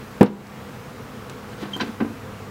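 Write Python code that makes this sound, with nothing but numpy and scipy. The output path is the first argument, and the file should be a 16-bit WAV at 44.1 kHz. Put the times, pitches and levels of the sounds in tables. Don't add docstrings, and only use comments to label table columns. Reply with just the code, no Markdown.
import sys
import numpy as np
from scipy import signal
from scipy.fft import rfft, irfft
from scipy.io import wavfile
from scipy.ndimage import uniform_filter1d

SR = 44100
rng = np.random.default_rng(int(sys.argv[2]) if len(sys.argv) > 2 else 0)


def generate_wav(sig):
    pcm = np.round(np.clip(np.atleast_2d(sig).T, -1, 1) * 32767).astype(np.int16)
    wavfile.write(sys.argv[1], SR, pcm)


N = 110250


def amp(db):
    return 10 ** (np.asarray(db) / 20)


def unit(x):
    return x / np.sqrt(np.mean(x ** 2) + 1e-20)


def read(points, hz):
    f, value = np.transpose(points)
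    return np.interp(np.log(hz + 1), np.log(f + 1), value)


def curve(rows):
    times, *columns = np.transpose(rows)
    return [np.interp(np.arange(N) / SR, times, column) for column in columns]


def add(mix, start_s, sound):
    part = mix[round(start_s * SR):][:len(sound)]
    part += sound[:len(part)]


def colour(x, gain):
    return unit(irfft(rfft(x) * gain(np.fft.rfftfreq(len(x), 1 / SR)), len(x)))


def wander(top_hz):
    t, hz = np.linspace(0, N / SR, 600), top_hz * np.geomspace(.04, 1, 16)
    waves = np.sin(2 * np.pi * (hz * t[:, None] + rng.random(len(hz)))) / np.sqrt(hz)
    return np.interp(np.arange(N) / SR, t, unit(waves.sum(1)))


def dying(x, t60):
    hz, t, bands = signal.stft(x, SR, nperseg=256)
    decay = amp(-60 * t / read(t60, hz)[:, None])
    return signal.istft(bands * decay, SR, nperseg=256)[1][:len(x)]


# (frequency [Hz], gain [dB])
BUZZ_COLOUR = [(200, 2.5), (260, 1), (340, -22), (420, 0.5), (500, 4), (600, -9.5), (780, -6), (1250, -5.5),
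               (2000, -24.5), (4000, -39), (8000, -56)]
# (time [s], level [dB])
SWARM_LEVEL = [(0, -43), (.6, -44), (1.1, -41), (1.5, -42.5), (2.2, -43), (2.5, -41)]
def swarm(bees=28, wing_hz=232.5, spread=.15, drift=.022, drift_hz=7, flyby_db=3, flyby_hz=3):
    cycle = np.linspace(0, 1, 2048)
    pulse = sum(np.cos(2 * np.pi * k * cycle) for k in range(1, 36))
    buzz = np.zeros(N)
    for detune in np.linspace(-spread, spread, bees):
        hz = wing_hz * (1 + detune + drift * wander(drift_hz))
        turns = (np.cumsum(hz) / SR + rng.random()) % 1
        wingbeats = pulse[(turns * (len(pulse) - 1)).astype(int)]
        buzz += wingbeats * amp(flyby_db * wander(flyby_hz))
    tail = dying(rng.standard_normal(SR // 8), t60=[(100, 0.034), (8000, 0.11)])
    scattered = unit(signal.fftconvolve(buzz, tail)[:N])
    buzz += 0.25 * buzz.std() * scattered
    return amp(curve(SWARM_LEVEL)[0]) * colour(buzz, lambda f: amp(read(BUZZ_COLOUR, f)))


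# (time [s], pitch [Hz], fundamental [dB], octave [dB])
HUM_TRACK = [(0, 100, -53, -57), (.7, 100, -55, -44), (1.0, 100.5, -63, -60), (1.8, 101.2, -48, -43),
             (2.15, 101.8, -44.5, -50), (2.5, 102.2, -43.5, -45)]
def low_hum(waver=0.013, swing_db=3):
    hz, fundamental_db, octave_db = curve(HUM_TRACK)
    phase = 2 * np.pi * np.cumsum(hz * (1 + waver * wander(24.9))) / SR
    octave = amp(octave_db + swing_db * wander(20)) * np.sin(2 * phase)
    return np.sqrt(2) * (amp(fundamental_db) * np.sin(phase) + octave)


# (frequency [Hz], relative density [dB])
AIR_COLOUR = [(10, -31), (25, -33), (50, -5), (90, -4.5), (135, 3), (180, -7), (240, -6), (310, -8),
              (470, -10.5), (620, -11.5), (1200, -13.5), (2000, -17.5), (4000, -26.5), (7000, -31),
              (10000, -35.5), (16000, -34.5)]
def open_air(level_db=-39.5, patch_db=0.82):
    hz, _, bands = signal.stft(rng.standard_normal(N), SR, nperseg=2048, noverlap=1536)
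    patches = uniform_filter1d(rng.standard_normal(bands.shape), size=20, axis=0)
    patches = unit(uniform_filter1d(patches, size=7, axis=1))
    bands *= amp(read(AIR_COLOUR, hz)[:, None] + patch_db * patches)
    return amp(level_db) * unit(signal.istft(bands, SR, nperseg=2048, noverlap=1536)[1][:N])


def knocks(contacts, modes, wash_colour, wash_t60, bass_hz=95):
    out, t = np.zeros(N), np.arange(SR // 3) / SR
    for start_s, modes_db, wash_db, low_hz, high_hz, rise_s in contacts:
        def contact(f):
            return f ** 2 / np.sqrt((f ** 4 + low_hz ** 4) * (1 + (f / high_hz) ** 4))
        ring = sum(contact(hz) * amp(db - 60 * t / t60) * np.sin(2 * np.pi * hz * t)
                   for hz, db, t60 in modes)
        wash = colour(rng.standard_normal(len(t)), lambda f: amp(read(wash_colour, f)) * contact(f))
        attack = 1 - np.exp(-t / rise_s)
        add(out, start_s, attack * (amp(modes_db) * ring + amp(wash_db) * dying(wash, wash_t60)))
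    return signal.sosfilt(signal.butter(2, bass_hz, "high", fs=SR, output="sos"), out)


# (time [s], modes [dB], wash [dB], low edge [Hz], high edge [Hz], rise [s])
HIVE_CONTACTS = [(.2096, -3, -10, 110, 1840, 0.0021), (.2283, -10, -16.5, 151, 2200, 0.0017),
                 (.258, -40, -26.5, 895, 4900, 0.0072), (.296, -30, -44, 120, 400, 0.0031)]
# (frequency [Hz], relative level [dB], t60 [s])
HIVE_MODES = [(149.4, -13.5, 0.27), (201.8, 8.5, 0.073), (241.4, 2.5, 0.1), (321, -5.5, .08),
              (340.4, 4, 0.065), (430, 1, 0.066), (481, -1, 0.096), (768, -4.5, 0.047), (797, -4, 0.035),
              (916, -9.5, 0.046), (1206, -8.5, 0.032), (1604, -18.5, 0.086)]
# (frequency [Hz], relative density [dB])
HIVE_WASH = [(30, -8), (150, -6), (400, -2.5), (620, -17), (900, -10), (1500, -17), (3000, -17),
             (6000, -15), (15000, -44)]
# (frequency [Hz], t60 [s])
HIVE_WASH_T60 = [(100, 0.14), (600, 0.15), (2000, .11), (8000, 0.025)]
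def hive_bumps():
    return knocks(HIVE_CONTACTS, HIVE_MODES, HIVE_WASH, HIVE_WASH_T60)


# (time [s], level [dB], centre [Hz], t60 [s])
HANDLING_TICKS = [(0.209, -35.5, 7740, 0.044), (0.2302, -21, 7000, 0.0079), (0.469, -46, 3730, 0.028),
                  (1.2966, -36.5, 3350, .035), (1.765, -39, 7000, 0.025), (1.773, -49, 8900, 0.094),
                  (1.849, -54, 4800, 0.033)]
def ticks(width_octaves=0.94):
    out, t = np.zeros(N), np.arange(SR // 10) / SR
    for start_s, db, centre_hz, t60 in HANDLING_TICKS:
        noise = rng.standard_normal(len(t))
        snap = colour(noise, lambda f: np.exp(-.5 * (np.log2((f + 1) / centre_hz) / width_octaves) ** 2))
        add(out, start_s, amp(db - 60 * t / t60) * snap)
    return out


# (frequency [Hz], t60 [s])
YARD_DECAY = [(100, 0.42), (500, 0.37), (1200, 0.36), (3000, 0.17), (8000, 0.13)]
def yard_echo(near, level_db=-14.5, build_s=0.0072):
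    t = np.arange(SR // 2) / SR
    tail = dying(rng.standard_normal(len(t)), YARD_DECAY) * np.minimum(t / build_s, 1)
    return amp(level_db) * signal.fftconvolve(near, tail / np.linalg.norm(tail))[:N]


# (time [s], level [dB])
RUB_LEVEL = [(0, -82), (1.45, -58.5), (1.56, -54), (1.63, -43), (1.68, -56), (1.72, -47.5), (1.78, -45),
             (1.92, -48), (2.0, -74), (2.5, -79)]
# (frequency [Hz], relative density [dB])
RUB_COLOUR = [(100, -20), (300, 2), (1500, 2.5), (4000, -4), (7000, -14), (15000, -24)]
def suit_rub(rough_db=4.0, rough_hz=90.47):
    level = amp(curve(RUB_LEVEL)[0] + rough_db * wander(rough_hz))
    return level * colour(rng.standard_normal(N), lambda f: amp(read(RUB_COLOUR, f)))


# (time [s], modes [dB], wash [dB], low edge [Hz], high edge [Hz], rise [s])
BOX_CONTACTS = [(1.523, -40, -39, 600, 7000, 0.0092), (1.624, -30.5, -26.5, 150, 4000, .004),
                (1.652, -32.5, -39, 100, 7000, 0.0036), (1.762, -30, -33.5, 302, 1200, 0.0007),
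                (1.798, -26.5, -32.5, 900, 6000, 0.00065), (1.801, -18, -26, 855, 1900, 0.00085),
                (1.807, -14.5, -24, 2200, 7050, 0.0012), (1.811, -20.5, -26.5, 150, 450, .002),
                (1.8305, -25.5, -26, 278, 690, 0.001), (1.885, -24.5, -46, 120, 400, 0.0054),
                (2.0025, -27.5, -26, 496, 2120, .001), (2.0095, -14.5, -17.5, 150, 450, 0.0034),
                (2.0225, -19, -41, 120, 306, 0.00084), (2.046, -24.5, -29, 200, 600, 0.0015)]
# (frequency [Hz], relative level [dB], t60 [s])
BOX_MODES = [(225, 1.5, 0.12), (239, -2, 0.091), (270, -9.5, 0.058), (299.4, -5.5, 0.16), (337, 1.5, 0.079),
             (431.5, -8.5, 0.16), (753.4, -4.5, 0.095), (1005, -2, 0.062), (1564, -0.5, 0.04),
             (1700, -17, 0.057), (2290, -27, 0.041), (3106, -6.5, 0.052), (3980, -11, .08),
             (4640, -15, 0.065), (5770, -22, .07), (8950, -31, .14)]
# (frequency [Hz], relative density [dB])
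BOX_WASH = [(60, -23), (170, -25), (280, 18), (550, -5), (1000, -0.5), (1700, -2), (3000, -8),
            (4800, -14.5), (7000, -27), (10000, -39), (16000, -36)]
# (frequency [Hz], t60 [s])
BOX_WASH_T60 = [(100, 0.2), (600, 0.16), (2000, .11), (8000, 0.12)]
def box_landing():
    return knocks(BOX_CONTACTS, BOX_MODES, BOX_WASH, BOX_WASH_T60)


# (delay [s], relative level [dB])
SQUEAK_ECHOES = [(0, -0.5), (.0085, -5.5), (0.0161, -3.5), (0.024, -17)]
def squeak(start_s=1.733, level_db=-22, chirp_s=0.0092, pitch_hz=3190, sag_hz_per_s=8400, octave_db=-22):
    out, t = np.zeros(N), np.arange(0, chirp_s, 1 / SR)
    phase = 2 * np.pi * np.cumsum(pitch_hz - sag_hz_per_s * t) / SR
    for delay_s, db in SQUEAK_ECHOES:
        chirp = np.sin(phase) + amp(octave_db + db / 2) * np.sin(2 * phase)
        add(out, start_s + delay_s, amp(level_db + db) * np.sin(np.pi * t / chirp_s) * chirp)
    return out


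def scene():
    near = hive_bumps() + box_landing() + ticks() + squeak() + suit_rub()
    return (near + yard_echo(near) + swarm() + low_hum() + open_air())[None]


def record(dry, threshold_db=-12, duck_share=0.82, attack_s=0.033, recover_db_per_s=33):
    ceiling, top_hz = 0.95, 15850
    power_db = 10 * np.log10(signal.lfilter(np.ones(300) / 300, 1, dry[0] ** 2) + 1e-12)
    recovery_db = np.arange(N) * recover_db_per_s / SR
    held_db = np.maximum.accumulate(power_db + recovery_db) - recovery_db
    over_db = np.maximum(held_db - threshold_db, 0)
    pole = np.exp(-1 / (attack_s * SR))
    ducked = dry * amp(-duck_share * signal.lfilter([1 - pole], [1, -pole], over_db))
    lowpass = signal.firwin(511, top_hz, window=("kaiser", 9), fs=SR)
    return signal.oaconvolve(np.clip(ducked, -ceiling, ceiling), lowpass[None], "same")


dry = scene()
out = record(dry)
generate_wav(out)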